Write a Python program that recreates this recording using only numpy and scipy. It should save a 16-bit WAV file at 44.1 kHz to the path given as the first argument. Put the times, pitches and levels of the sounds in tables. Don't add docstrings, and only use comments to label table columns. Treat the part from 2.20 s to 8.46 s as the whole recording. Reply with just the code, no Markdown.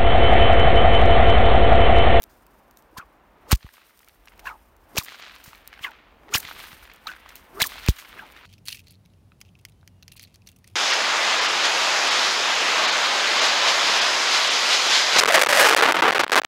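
import sys
import numpy as np
from scipy import signal
from scipy.fft import rfft, irfft, next_fast_len
from scipy.io import wavfile
from scipy.ndimage import uniform_filter1d

SR = 44100
rng = np.random.default_rng(int(sys.argv[2]) if len(sys.argv) > 2 else 0)


def store_wav(level_fs):
    pcm = np.round(np.clip(np.atleast_2d(level_fs), -1, 1) * 32767)
    wavfile.write(sys.argv[1], SR, pcm.T.astype(np.int16))


def elevation(decibels):
    levels = np.asarray(decibels, float)
    return 10 ** (levels / 20)


N = 275869


def evened(x):
    return x / np.sqrt(np.mean(x ** 2) + 1e-20)


def add(mix, s, sound):
    part = mix[round(s * SR):][:len(sound)]
    part += sound[:len(part)]


def coloured(x, points):
    f, db = np.transpose(points)
    size = next_fast_len(len(x))
    hz = np.fft.rfftfreq(size, 1 / SR)
    gain = elevation(np.interp(np.log(hz + 1), np.log(f), db))
    return irfft(rfft(x, size) * gain, size)[:len(x)]


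def filtered(x, order, hz, kind):
    return signal.lfilter(*signal.butter(order, hz, kind, fs=SR), x)


def swell(length, peak, steep):
    u = np.arange(round(1.5 * length * SR)) / (length * SR)
    peak = np.clip(peak, .03, .97)
    fall = np.exp(-steep * np.maximum(u - peak, 0) / (1 - peak))
    fall *= np.minimum(4 * (1.5 - u), 1)
    return np.minimum(u / peak, 1) ** 1.5 * fall


def grains(per_s, spread_db, tail_s):
    sizes = elevation(spread_db * np.minimum(rng.exponential(1, N), 4))
    flashes = sizes * (rng.random(N) < per_s / SR)
    return rng.standard_normal(N) * signal.lfilter([1], [1, -np.exp(-1 / (tail_s * SR))], flashes)


# time in seconds, scattered echo in dB, trunk echo in dB,
# gain control dip in dB, recovery in seconds.
CRACKS = [
    (1.327, -50, -27.5, 11.5, 1),
    (2.782, -43, -25, 8, 0.065),
    (4.149, -43.5, -25.5, -1, 0.078),
    (5.418, -41.5, -29, 6, 0.083),
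    (5.686, -59.5, -30, 8.5, 0.17),
]


def ducking():
    t = np.arange(N) / SR
    dip_db = sum(depth_db * np.exp(-abs(t - s) / recovery) * (t > s)
                 for s, _, _, depth_db, recovery in CRACKS)
    return elevation(-dip_db)


# time in seconds, rumble level in dB.
GUSTS = [(0, -63.5), (.5, -68), (.8, -66), (1.3, -65), (1.7, -66), (2.0, -57.5), (2.3, -53), (2.55, -60.5),
         (3.0, -65.5), (3.3, -62), (3.75, -65), (4.0, -63.5), (4.35, -57.5), (4.7, -62.5), (5.3, -65.5),
         (5.55, -50), (5.8, -68), (6.26, -64.5)]
# frequency in Hz, level in dB.
RUMBLE = [(15, -33.5), (30, -8.5), (45, 6), (70, 1.5), (110, -13), (250, -38)]


def wind():
    level = elevation(np.interp(np.arange(N) / SR, *np.transpose(GUSTS)))
    flutter = elevation(2.5 * evened(uniform_filter1d(rng.standard_normal(N), 3000)))
    rumble = evened(coloured(flutter * rng.standard_normal(N), RUMBLE))
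    return elevation(2.5) * level * rumble * ducking()


# time of the peak in seconds, level in dB.
DRAGS = [
    (1.3, -63.5),
    (2.2, -62),
    (2.77, -55),
    (4.15, -55.5),
    (4.4, -67),
    (5.42, -50.5),
    (5.62, -73),
    (5.98, -59),
]
# frequency in Hz, level in dB per Hz.
WASH = [(59, -22), (100, -7), (285, -.5), (400, -3), (960, -2.5), (1500, -8), (2500, -16), (3500, -22),
        (5000, -30), (8000, -36), (16500, -38)]


def town_and_dragged_air():
    t = np.arange(N) / SR
    town_db, slope_db_per_s = -65.5, 154
    level = elevation(town_db) + sum(elevation(db - slope_db_per_s * abs(t - s)) for s, db in DRAGS)
    return elevation(7.5) * level * evened(coloured(rng.standard_normal(N), WASH)) * ducking()


# time in seconds, level
# in dB.
RUSTLE_LEVEL = [(0, -82.5), (.5, -81.5), (1.17, -90.5), (1.4, -72.5), (1.65, -73.5), (2.3, -78.5), (2.63, -81.5),
                (2.798, -60), (3.07, -74.5), (3.45, -75.5), (3.95, -100), (4.2, -60.5), (4.55, -61.5),
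                (4.75, -78.5), (5.3, -75), (5.45, -58), (5.68, -64.5), (6.26, -76.5)]
# frequency in Hz, level in dB.
RUSTLE = [(1000, -33), (3000, -13), (5000, 7), (7000, 3), (9000, 9.5), (15000, 6), (17000, -8)]


def cloth():
    level = elevation(np.interp(np.arange(N) / SR, *np.transpose(RUSTLE_LEVEL)))
    rustle = .25 * evened(grains(170, 3, .00083)) + 2.3 * rng.standard_normal(N)
    rustle *= elevation(3.5 * evened(uniform_filter1d(rng.standard_normal(N), 900)))
    return elevation(10) * level * evened(coloured(rustle, RUSTLE))


# time in seconds, peak in dB.
TICKS = [(0.0207, -21.5), (0.0308, -21), (0.0376, -18), (0.2656, -33.5), (0.51, -34), (0.5716, -27.5),
         (0.623, -40), (1.5384, -30), (1.7744, -36), (1.7913, -30), (1.8452, -34), (1.885, -28.5),
         (2.0564, -34), (2.1774, -36), (2.5651, -38.5), (2.8467, -17), (2.8574, -22.5), (3.153, -32.5),
         (3.1838, -34), (3.3548, -31), (3.3788, -37), (3.4753, -17), (3.708, -32), (4.736, -28.5),
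         (4.7601, -31.5), (5.155, -17.5), (5.1623, -22), (5.785, -23), (5.889, -32), (6.122, -29.5)]


def cloth_ticks():
    out, t = np.zeros(N), np.arange(600) / SR
    for s, db in TICKS:
        burst = evened(filtered(rng.standard_normal(len(t)), 1, 3000, "high"))
        add(out, s, elevation(db - 1) * burst * t / .0016 * np.exp(-t / .00083))
    return out


# delay in seconds, level in dB.
GROVE = [(.04, -9.5), (.1, -2), (.17, -4), (.26, -2.5), (.45, -10), (.65, -12.5), (.78, -10), (0.961, -9),
         (1.4, -31.5)]
# delay in seconds, half width in seconds, depth in dB.
CLEARINGS = [(0.066, .015, 6), (0.194, .014, 6), (.345, 0.0095, 2), (.42, 0.027, 2.5), (.53, .015, 3),
             (.68, 0.056, 2.5), (.88, 0.056, 1.5)]
# frequency in Hz, level in dB.
NEAR = [(500, -21.5), (1000, -27), (2500, -2.5), (4000, 4.5), (5500, -5), (7500, -8), (10000, -21),
        (15000, -39)]
FAR = [(300, -30), (700, -10), (1300, 0), (2300, 0), (3200, -5), (4500, -15), (9000, -40)]


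def grove():
    t, (delay, db) = np.arange(N) / SR, np.transpose(GROVE)
    near, far = np.zeros((2, N))
    for s, echo_db, *_ in CRACKS:
        gap_db = sum(depth_db * np.exp(-((t - s - at) / width) ** 2) for at, width, depth_db in CLEARINGS)
        level = elevation(echo_db - gap_db + np.interp(t - s, delay, db, -99, -99))
        near += level * elevation(1.5 - 28 * abs(t - s))
        far += level
    patter = evened(grains(1800, 2.8, .0004)) + .7 * rng.standard_normal(N)
    return ducking() * (near * evened(coloured(patter, NEAR)) + far * evened(coloured(patter, FAR)))


# delay in seconds, level in dB, pitch in Hz.
TRUNKS = [(.08, -4, 1700), (.096, -11, 1500), (.101, 3.5, 2000), (.138, -1, 1150), (.162, 0, 1490),
          (.174, -15, 1997), (.214, -5, 1120), (0.242, -3, 1550), (.253, -4.5, 1250), (.29, -4, 1600),
          (.368, -10.5, 1300), (.38, -11, 1410), (.477, -9, 1390), (.503, -10, 1925), (.549, -6.5, 1300),
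          (.566, -10, 2252), (.746, -1, 1678), (0.755, -7, 2224), (0.793, -10, 1550), (.934, -8.5, 1720),
          (.952, -10.5, 1440)]
WALL_LAG_S = [0, 0, .021, 0, 0]
# time in seconds, peak in dB, pitch
# in Hz.
STRAYS = [(2.0825, -33, 2900), (2.136, -38, 1500), (3.201, -39, 1510), (4.0331, -40.2, 1054),
          (4.0831, -31.2, 1070), (4.0901, -35, 1801), (4.675, -38, 1700), (4.744, -39, 1250),
          (4.9351, -31, 1490), (3.5911, -31, 1500), (5.0601, -32.2, 1180), (5.0791, -40.2, 1821),
          (5.5191, -29, 1101), (5.8531, -28.5, 905), (6.2521, -38, 2760)]


def trunk_taps():
    out, t = np.zeros(N), np.arange(600) / SR
    taps = list(STRAYS)
    for (s, _, echo_db, *_), lag in zip(CRACKS, WALL_LAG_S):
        for delay, db, hz in TRUNKS:
            late = lag * (delay > .7)
            taps.append((s + delay + late, echo_db + db, hz))
    for s, db, hz in taps:
        grit = evened(filtered(rng.standard_normal(len(t)), 2, [.5 * hz, 1.8 * hz], "band"))
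        ring = .9 * np.sin(2 * np.pi * hz * t) + grit
        add(out, s, elevation(db - 1.5) * ring * t / .0011 * np.exp(-t / .0012))
    return out * ducking()


# delay in seconds, level in dB.
GLINTS = [(.103, -2), (.1295, -6), (.138, -7), (.165, -4), (.1735, -4), (.228, -8), (.239, -7), (.2432, -1),
          (.27, -9), (.2884, -8), (.301, -5), (.3362, -9), (.3671, -11), (.38, -2), (.4037, -14),
          (.4179, -12), (.495, -13), (.5037, -9), (.551, -13), (.569, -14), (.592, -17)]
# time in seconds, glint level in dB.
MIRRORED = [
    (1.3267, -39),
    (2.7824, -24.5),
    (4.1504, -26),
    (5.4181, -31),
    (5.6857, -35),
]


def shock_glints():
    out, t = np.zeros(N), np.arange(600) / SR
    glint = filtered(np.exp(-((t - .0002) / .00004) ** 2), 1, [1000, 4200], "band")
    for s, shock_db in MIRRORED:
        for delay, db in GLINTS:
            add(out, s + delay - .0002, -elevation(shock_db + db) * glint / glint.max())
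    return out * ducking()


def strand(length, hz0, hz1, db, peak):
    shape = swell(length, peak, 1.53)
    hz = hz0 * (hz1 / hz0) ** (np.arange(len(shape)) / (length * SR))
    seed = rng.standard_normal((9000, 2)) @ [1, 1j]
    smooth = np.exp(-np.pi * .24 * hz.mean() / SR)
    two_poles = np.convolve([1, -smooth], [1, -smooth])
    wander = signal.lfilter([1, -smooth ** 4], two_poles, seed)[-len(shape):]
    wander = .75 + wander / np.sqrt(np.mean(abs(wander) ** 2))
    tone = np.exp(2j * np.pi * np.cumsum(hz) / SR)
    return elevation(db) * shape * (wander * tone).real


# start in seconds, length in seconds, first Hz, last Hz, level in dB.
BUILDING = [(0.727, 0.07, 503, 1260, -54), (0.754, 0.024, 1000, 1020, -37), (0.765, 0.015, 1275, 1650, -37),
            (.722, .014, 280, 330, -51), (1.228, .11, 455.5, 2084, -45), (1.244, 0.11, 299.3, 1000, -43.5),
            (1.3, 0.015, 1490, 3500, -33.5), (1.3155, 0.0065, 4310, 4160, -17.5),
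            (2.215, .055, 771, 932, -43), (2.745, .026, 900, 1500, -41), (4.848, .024, 600, 1200, -42),
            (2.738, .022, 230, 420, -35), (1.302, .012, 1000, 2500, -29), (2.683, .095, 510, 1510, -60),
            (3.622, .02, 2400, 3100, -36), (4.12, 0.022, 1100, 1610, -28.5),
            (4.131, .022, 2180, 2800, -17.5), (4.065, .075, 320, 480, -45), (5.372, .045, 249, 800, -39.5),
            (5.304, .1, 290, 469, -43), (5.35, 0.055, 936, 1500, -35), (5.671, 0.01, 1974, 2700, -23),
            (5.967, 0.031, 1404, 2930, -38.5)]
FADING = [(.779, .012, 1900, 1500, -30), (.79, .04, 1450, 1150, -35), (.784, .016, 900, 880, -43),
          (.808, .022, 2600, 2400, -52), (2.254, .014, 1600, 1650, -33), (2.267, .03, 1800, 1350, -28),
          (2.257, .07, 1100, 900, -34.5), (2.255, .012, 2550, 2600, -38), (2.27, .022, 2750, 2450, -35),
          (2.29, .018, 2300, 2000, -40), (2.303, .035, 1350, 1120, -35), (2.35, .018, 950, 850, -45),
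          (3.643, .02, 2200, 1650, -25), (3.66, .026, 1700, 1500, -29.5), (3.636, .034, 3200, 2500, -30),
          (3.638, .06, 1200, 900, -36), (4.8685, .011, 4100, 3600, -28), (4.8695, .016, 1250, 1300, -30),
          (4.88, .005, 2600, 2000, -33), (4.884, .014, 3000, 2700, -38), (4.884, .04, 1550, 1450, -34),
          (5.988, .045, 1670, 1300, -37.5), (6.017, .058, 905, 700, -44)]
WHISTLES = [(1.312, .003, 900, 500, -23), (1.316, .004, 1300, 1050, -12.5), (2.7685, .003, 900, 450, -21),
            (2.7745, .0065, 2800, 2200, -15), (2.771, .008, 6200, 5000, -24),
            (2.786, .007, 4400, 3700, -21), (2.797, .005, 2900, 2000, -31), (2.806, .02, 1500, 980, -36),
            (4.137, .009, 7200, 6000, -18), (4.138, .008, 5500, 5200, -24),
            (4.1435, .005, 3100, 2800, -12.5), (4.152, .006, 5000, 4400, -18),
            (4.153, .004, 1600, 1200, -18), (4.1565, .009, 4000, 3300, -16.5),
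            (4.156, .006, 5500, 5200, -24), (4.167, .012, 2300, 1550, -24), (5.398, .012, 650, 850, -31),
            (5.4005, .005, 3400, 4400, -21), (5.405, .008, 4300, 3500, -23), (5.401, .007, 2100, 1900, -24),
            (5.407, .007, 1650, 1700, -19.5), (5.4135, .005, 2300, 1950, -16),
            (5.419, .004, 2000, 700, -17), (5.422, .006, 4700, 3400, -15), (5.427, .005, 3200, 3800, -16),
            (5.434, .004, 2700, 2300, -25), (5.439, .007, 1900, 1750, -24), (5.448, .016, 1300, 1000, -32),
            (5.6861, .007, 400, 300, -21), (5.692, .012, 3000, 4300, -28)]


def lash_tones():
    out = np.zeros(N)
    for rows, peak in ((BUILDING, .77), (FADING, .15), (WHISTLES, .3)):
        for s, *row in rows:
            add(out, s, strand(*row, peak))
    return out


def hiss(length, db, low_hz, peak):
    shape = swell(length, peak, 1.57)
    flutter = elevation(3 * evened(uniform_filter1d(rng.standard_normal(9000), 30)))
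    noise = filtered(rng.standard_normal(9000) * flutter, 2, low_hz, "high")
    noise = .35 * noise + filtered(noise, 1, min(3 * low_hz, SR / 3), "low")
    return elevation(db) * shape * evened(noise[-len(shape):])


# start in seconds, length in seconds, level in dB, lowest Hz.
SWELLS = [(0.769, .022, -35, 1990), (1.271, .07, -43, 3000), (1.311, 0.0039, -20, 795),
          (1.3195, .006, -17, 1500), (1.349, .0049, -31.5, 3000), (1.353, 0.0065, -31, 2980),
          (2.234, .07, -43, 890), (2.764, .011, -26, 900), (2.784, 0.0036, -18, 4000),
          (2.823, .006, -37.5, 3000), (3.601, .074, -41, 1460), (4.134, .014, -24, 1500),
          (4.171, .018, -24.5, 8850), (4.193, .017, -34, 4500), (5.388, .043, -31.5, 2500),
          (5.457, 0.016, -30, 4600), (5.68, 0.0024, -31, 1500), (.571, .035, -56.5, 7000),
          (4.095, 0.076, -43.5, 1500), (2.736, 0.052, -47, 1500)]
BURSTS = [(.09, .09, -60, 4070), (1.3162, .009, -13, 2790), (1.331, 0.016, -27.5, 1450),
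          (1.371, .011, -53, 4000), (2.193, .01, -41, 795), (2.7797, .0028, -14, 2800),
          (2.786, .027, -29.5, 1440), (2.832, 0.025, -39.5, 6000), (3.238, 0.023, -43.5, 5100),
          (3.255, .09, -48, 2610), (4.147, 0.011, -17.5, 917), (4.154, .02, -19.5, 1780),
          (4.202, 0.003, -29, 9000), (4.866, 0.055, -42, 880), (5.4, .016, -27, 1500),
          (5.76, .024, -46, 1300), (5.089, .009, -38, 1000), (5.163, .048, -51.5, 2900),
          (5.4175, 0.0036, -9.5, 2540), (5.418, .013, -16, 5000), (5.437, .031, -29.5, 2480),
          (5.469, .0057, -21.5, 8000), (5.662, .004, -25, 900), (5.683, .025, -26.5, 2500),
          (5.6905, .006, -22.5, 3000), (5.785, .04, -40, 1420)]


def tip_hiss():
    out = np.zeros(N)
    for rows, peak in ((SWELLS, .53), (BURSTS, .1)):
        for s, *row in rows:
            add(out, s, hiss(*row, peak))
    return out


# time in seconds, peak in dB, fading time in seconds.
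THUMPS = [(0.783, -32, 0.0049), (1.4455, -34, 0.02), (2.784, -19.5, 0.0065), (4.152, -21.5, 0.0055),
          (5.42, -22, 0.0042), (1.3281, -6.2, .021), (5.6872, -6.4, .0185), (3.278, -37, 0.0055),
          (3.609, -43.5, 0.0058), (4.249, -42.5, 0.013), (4.531, -37.5, 0.0042), (5.947, -51, 0.017)]


def air_thumps():
    out, t = np.zeros(N), np.arange(4000) / SR
    turns = 43 * t + .65 * (1 - np.exp(-t / .0041))
    onset = 1 - np.exp(-(t / .0008) ** 2)
    for s, db, fade in THUMPS:
        add(out, s, elevation(db) * np.sin(2 * np.pi * turns) * np.exp(-(t / fade) ** 2) * onset)
    return out


# time in seconds, peak pressure, rebound share.
SNAPS = [(1.3131, -.25, .6), (1.32673, .75, .5), (1.33022, .6, .3), (2.75916, -.09, .2), (2.78238, .72, .2),
         (4.14928, .4, .2), (4.15041, .55, .4), (4.87222, .07, .6), (1.317, -.35, .4), (2.781, -.4, .2),
         (4.1543, .2, .3), (5.41812, -.5, .2), (5.41878, .5, .3), (5.68567, .7, .25)]


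def tip_snaps():
    out = np.zeros(N)
    ms = 1000 * np.arange(4000) / SR - .2
    front = .45 * np.exp(-((ms + .09) / .022) ** 2) - 1.3 * np.exp(-(ms / .032) ** 2)
    rebound = np.sin(2 * np.pi * .8 * (ms - .05)) * np.exp(-ms / .7) * (ms > .05)
    for s, pressure, share in SNAPS:
        add(out, s - .0002, pressure * (front + share * rebound))
    return out


def scene():
    background = wind() + town_and_dragged_air() + cloth() + cloth_ticks()
    echoes = grove() + trunk_taps() + shock_glints()
    whip = lash_tones() + tip_hiss() + air_thumps() + tip_snaps()
    return (background + echoes + whip)[None]


def roll_off(x):
    return signal.sosfilt(signal.butter(12, 16820, fs=SR, output="sos"), x)


# frequency in Hz, gain in dB.
CAPSULE = [(20, 0), (4000, 0), (7000, -1), (8000, -4), (9200, -1), (10500, -6), (12000, 0), (15000, 3),
           (16500, 0)]


def record(dry):
    heard = coloured(dry[0], CAPSULE)
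    heard = heard / (1 + (heard / .76) ** 6) ** (1 / 6)
    edged = coloured(heard, [(20, 0), (15900, 0), (16100, -32), (16800, -40)])
    return roll_off(edged[None])


dry = scene()
out = record(dry)
store_wav(out)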